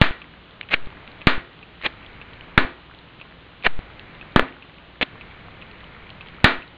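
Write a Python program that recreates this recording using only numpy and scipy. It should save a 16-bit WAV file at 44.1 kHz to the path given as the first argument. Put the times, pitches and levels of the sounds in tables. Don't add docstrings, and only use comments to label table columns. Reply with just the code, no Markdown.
import sys
import numpy as np
from scipy import signal
from scipy.fft import rfft, irfft, next_fast_len
from scipy.io import wavfile
from scipy.ndimage import uniform_filter1d

SR = 44100
rng = np.random.default_rng(int(sys.argv[2]) if len(sys.argv) > 2 else 0)


def dump(signal):
    limited = np.clip(np.atleast_2d(signal).T, -1, 1)
    pcm = np.round(limited * 32767).astype(np.int16)
    wavfile.write(sys.argv[1], SR, pcm)


N = 298557
TIME = np.arange(N) / SR
AFTER = TIME[:SR // 2]

# start in seconds, blast in dB, first swing rate in Hz, crack in dB,
# room in dB before a common gain, brightness in dB per octave.
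BUBBLES = [(0.0147, 18.5, 191, 2.5, -17.5, 1.5), (1.2706, 11, 226, 4, -16.5, 1),
           (2.5772, 9, 196, 8.5, -18, -1.4), (4.3610, 12.5, 232.4, 6, -20, -2.5),
           (4.3950, 13, 586, 9.5, -44, -2.5), (6.4430, 11, 168.8, 5.5, -12.5, 0.5)]
# start in seconds, length in seconds, rasp at the start in dB,
# rasp at the end in dB, last snap in dB, snap pitch in Hz, puff of the catching gas in dB.
WHEEL_STROKES = [(0.7096, 0.0303, -29.5, -14, -3.5, 2300, -22.5),
                 (1.835, 0.028, -32, -17, -11, 2270, -18.5), (3.6438, .0215, -23, -17, -3, 1800, -11.5),
                 (5.0126, 0.014, -16.5, -20, -9, 2700, -15.5)]
SPARKS = [s + length for s, length, *_ in WHEEL_STROKES]


def amp(db):
    return 10 ** (np.asarray(db) / 20)


def unit(x):
    return x / np.sqrt(np.mean(x ** 2) + 1e-20)


def read(points, hz):
    f, value = np.transpose(points)
    return np.interp(np.log(hz + 1), np.log(f + 1), value)


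def add(mix, s, sound):
    part = mix[max(round(s * SR), 0):][:len(sound)]
    part += sound[:len(part)]


def coloured(x, colour):
    size = next_fast_len(len(x) + 2048)
    gain = amp(read(colour, np.fft.rfftfreq(size, 1 / SR)))
    return irfft(rfft(x, size) * gain, size)[:len(x)]


def noise(colour, size):
    return unit(coloured(rng.standard_normal(size), colour))


def dying(t60, t=AFTER):
    return np.exp(-np.log(1000) * t / t60)


def ring(hz, t60):
    return np.sin(2 * np.pi * hz * AFTER) * dying(t60)


def rattle(hz, width_hz, t60):
    f = np.fft.rfftfreq(len(AFTER), 1 / SR) + 1
    resonance = 1 / (1 + 1j * (f - hz * hz / f) / width_hz)
    crowd = irfft(rfft(rng.standard_normal(len(AFTER))) * resonance ** 2, len(AFTER))
    one_mode_rms = np.sqrt(np.mean(dying(t60) ** 2) / 2)
    return unit(crowd * dying(t60)) * one_mode_rms


def bangs(push_cycles=0.985, slowing_s=0.0075, swing_cycles=2.28, crack_cycles=3.16, crack_spread=0.87,
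          echo_hz=1550, echo_width_hz=900, echo_t60=0.011, echo_db=3, room_db=2):
    # delay in seconds, level in dB above the room before echo_db is added.
    echoes = [(.0036, 10.5), (.0082, 5)]
    out = np.zeros(N)
    for s, blast_db, swing_hz, crack_db, tail_db, tilt_db in BUBBLES:
        swing_t60, crack_t60 = swing_cycles / swing_hz, crack_cycles / swing_hz
        crack_hz = 2110 * 2 ** (0.28 * tilt_db)
        push_s = push_cycles / crack_hz
        turns = swing_hz * slowing_s * np.log((AFTER + slowing_s) / (push_s + slowing_s))
        front = np.minimum(AFTER / push_s, 1)
        blast = -amp(blast_db) * np.sin(2 * np.pi * turns) * dying(swing_t60)
        crack = amp(crack_db) * rattle(crack_hz, crack_spread * crack_hz, crack_t60)
        add(out, s, front * (blast + crack))
        for delay, db in echoes:
            add(out, s + delay, amp(tail_db + db + echo_db) * rattle(echo_hz, echo_width_hz, echo_t60))
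        add(out, s, amp(tail_db + room_db) * room_tail(tilt_db))
    return out


def room_tail(tilt_db, modes_db=-12, build_s=0.0043):
    # frequency in Hz, relative level in dB.
    room_colour = [(60, -16.5), (160, -9), (280, -3), (450, -4.5), (800, -5), (1400, 0), (2000, -3),
                   (2800, -7), (4000, -10), (7000, -10.5)]
    # frequency in Hz, 60 dB decay in seconds.
    room_decay = [(100, 0.29), (350, 0.35), (1000, .32), (2200, 0.33), (4500, 0.25)]
    # frequency in Hz, relative level in dB, 60 dB decay in seconds.
    room_modes = [(260.4, 2, 0.29), (298.6, -2, 0.25), (356.6, -10.5, 0.53), (612.6, 4.5, 0.072),
                  (667, -8, 0.35), (867, 1, 0.093), (1042, -4.5, 0.29), (1200, 11, 0.074), (1425, -5, 0.16),
                  (1466, 1, 0.29), (1729, 1, 0.28), (1800, 9.5, 0.094), (1934, -5, .26), (1900, -6.5, 0.45),
                  (2100, -24, 0.2), (2290, -8, 0.28), (2344, -1, 0.26), (2780, -16, 0.16)]

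    def tilt(f):
        return amp(tilt_db * np.log2(np.clip(f, 200, 6000) / 1500))

    hz, t, z = signal.stft(noise(room_colour, len(AFTER)), SR, nperseg=256)
    z = z * tilt(hz)[:, None] * dying(read(room_decay, hz)[:, None], t)
    diffuse = signal.istft(z, SR, nperseg=256)[1][:len(AFTER)]
    modes = sum(amp(db) * tilt(f) * rng.choice([-1, 1]) * ring(f, t60) for f, db, t60 in room_modes)
    build_up = 1 - np.exp(-AFTER / build_s)
    return (diffuse + amp(modes_db) * modes) * build_up


def lighter(teeth_per_s=420, bite=0.89, stop_t60=0.031, snap_width_hz=1400, snap_t60=0.021,
            puff_hz=380, puff_width_hz=600, puff_t60=0.029, room_db=-21):
    # frequency in Hz, relative level in dB.
    rasp_colour = [(60, -2), (200, -10.5), (500, 3.5), (1000, -2), (1700, 3.5), (2400, 9.5), (3200, -1.5),
                   (4200, -8.5), (7000, -2.5)]
    out = np.zeros(N)
    for s, length, start_db, end_db, snap_db, hz, puff_db in WHEEL_STROKES:
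        press = amp(np.interp(AFTER, [0, length], [start_db, end_db]))
        press = press * dying(stop_t60, np.maximum(AFTER - length, 0))
        wobble = unit(uniform_filter1d(rng.standard_normal(len(AFTER)), size=100))
        speed = teeth_per_s * (1 + 0.26 * wobble)
        tooth_phase = np.cumsum(speed) / SR % 1
        teeth = unit(np.exp(-tooth_phase / bite))
        add(out, s, press * teeth * noise(rasp_colour, len(AFTER)))
        add(out, s + length, amp(snap_db) * rattle(hz, snap_width_hz, snap_t60))
        add(out, s + length, amp(puff_db) * rattle(puff_hz, puff_width_hz, puff_t60))
        add(out, s + length, amp(end_db + room_db) * room_tail(tilt_db=0.5))
    return out


def creep(lead_per_length=1.8, quick_s=0.017, count=3, level_db=-28, spread_db=2,
          hz=2200, width_hz=1400, t60=0.0086):
    out = np.zeros(N)
    for s, length, *_ in WHEEL_STROKES:
        lead_s = lead_per_length * max(length - quick_s, 0)
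        for k, (place, size) in enumerate(rng.uniform(-0.86, 1, (count, 2))):
            slip_s = s - lead_s * (k + 1 + place / 2) / count
            add(out, slip_s, amp(level_db + spread_db * size) * rattle(hz, width_hz, t60))
    return out


def flame(level_db=-47):
    # frequency in Hz, relative level in dB.
    flame_colour = [(30, 9.5), (120, 9.5), (300, 2), (700, -1), (1300, -1), (2300, 1.5), (3200, -17.5),
                    (4200, -18), (7000, -10)]
    return amp(level_db) * burning() * noise(flame_colour, N)


def burning(catch_s=0.11):
    strength = np.zeros(N)
    for spark in SPARKS:
        blown_out = min(s for s, *_ in BUBBLES if s > spark)
        strength += np.clip((TIME - spark) / catch_s, 0, 1) * (TIME < blown_out)
    return strength


def spatter(count=16, heating_s=1.6, level_db=-35, spread_db=2, low_hz=2100, high_hz=3400,
            width_hz=700, t60=0.017):
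    out, heat = np.zeros(N), np.cumsum(burning(heating_s) ** 2)
    for k, (when, size, pitch) in enumerate(rng.random((count, 3))):
        s = np.searchsorted(heat, heat[-1] * (k + when) / count) / SR
        hz = low_hz * (high_hz / low_hz) ** pitch
        add(out, s, amp(level_db + spread_db * (2 * size - 2)) * rattle(hz, width_hz, t60))
    return out


def ticks(level_db=1, width_hz=1200, t60=0.0076, lag_s=0.0005):
    # start in seconds before lag_s, level in dB before level_db, pitch in Hz.
    clear_ticks = [(0.6115, -17.5, 2230), (1.0762, -29, 2300), (1.816, -32, 2110), (2.409, -28.5, 2650),
                   (3.995, -27.5, 2330), (6.1028, -30, 3360), (6.2851, -31, 2700)]
    out = np.zeros(N)
    for s, db, hz in clear_ticks:
        add(out, s + lag_s, amp(db + level_db) * rattle(hz, width_hz, t60))
    return out


def fizz(level_db=-59, per_s=160, spread_db=7.5, low_hz=1100, high_hz=4200, cycles=16):
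    out = np.zeros(N)
    for hz in np.geomspace(low_hz, high_hz, 20):
        size = amp(spread_db * np.minimum(rng.exponential(1, N), 3.5))
        bursts = size * (rng.random(N) < per_s / 20 / SR)
        ping = ring(hz, cycles / hz)[:SR // 20]
        out += signal.oaconvolve(bursts, ping)[:N]
    return amp(level_db) * unit(out)


def clock(period_s=.9986, bounce_s=.004, bounce_db=-8, bounce_hz=2600, width_hz=500, bounce_t60=0.035):
    # first start in seconds, level in dB.
    clock_beats = [(0.218, -29.5), (0.630, -33)]
    # frequency in Hz, relative level in dB, 60 dB decay in seconds.
    case_modes = [(2647, -5.5, 0.024), (2510, -7, 0.029), (2950, -12.5, 0.012), (1200, -12.5, 0.023)]
    out = np.zeros(N)
    case = sum(amp(db) * ring(hz, t60) for hz, db, t60 in case_modes)
    for first, db in clock_beats:
        for s in np.arange(first, N / SR, period_s):
            add(out, s, amp(db) * case)
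            add(out, s + bounce_s, amp(db + bounce_db) * rattle(bounce_hz, width_hz, bounce_t60))
    return out


def background(hiss_db=-48.5, buzz_db=-45, blip_s=0.0024):
    # frequency in Hz, relative level in dB.
    hiss_colour = [(25, 0), (120, 9), (260, 6.5), (500, 3.5), (850, 1.5), (1200, 2.5), (1700, 0.5),
                   (2500, -0.5), (2950, 0), (3300, -1), (4200, -8.5), (7000, -8)]
    # frequency in Hz, rms level in dB.
    hum_tones = [(58.1, -61.5), (116.2, -68.5), (161.5, -63.5), (174.3, -70.5), (180, -67.5),
                 (290.5, -69.5), (348.6, -74), (442, -83.5), (2940, -69.5), (4000, -77)]
    frame_s, first_s = .04994, .0446
    since_frame = (TIME - first_s + frame_s / 2) % frame_s - frame_s / 2  # seconds, centred on the frame
    u = since_frame / blip_s
    blips = u * np.exp(-u * u / 2)
    hum = sum(amp(db) * np.sqrt(2) * np.sin(2 * np.pi * (hz * TIME + rng.random())) for hz, db in hum_tones)
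    return amp(hiss_db) * noise(hiss_colour, N) + hum + amp(buzz_db) * blips


def stuck(lag_s=0.00384, longest_s=0.2):
    # snap back in seconds, offset in dB.
    snap_backs = [(0.1097, -22), (0.872, -27.5), (1.38, -22.5), (2.650, -22), (3.792, -21.5),
                  (4.427, -22.5), (6.59, -35.5)]
    blows = SPARKS + [s for s, *_ in BUBBLES]
    offset = np.zeros(N)
    for snap, db in snap_backs:
        cause = min(s for s in blows if s > snap - longest_s)
        offset += amp(db) * ((TIME > cause + lag_s) & (TIME < snap))
    return offset


def scene():
    struck = bangs() + lighter() + creep() + flame()
    small = ticks() + spatter() + fizz()
    return (struck + small + clock() + background())[None]


def record(dry, ceiling=0.76, edge_hz=15800):
    # frequency in Hz, gain in dB.
    response = [(3900, 2), (4250, -1), (4650, -10), (5050, -20), (5450, -43), (5700, -31), (6000, -30.5),
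                (6500, -27.5), (7000, -30.5), (7600, -66), (10000, -95)]
    driven = dry[0] - stuck()
    squashed = driven / (1 + (driven / ceiling) ** 6) ** (1 / 6)
    stored = np.clip(coloured(squashed, response), -1, 1)
    low_pass = signal.firwin(511, edge_hz, window=("kaiser", 9), fs=SR)
    return signal.oaconvolve(stored, low_pass, "same")[None]


dry = scene()
out = record(dry)
dump(out)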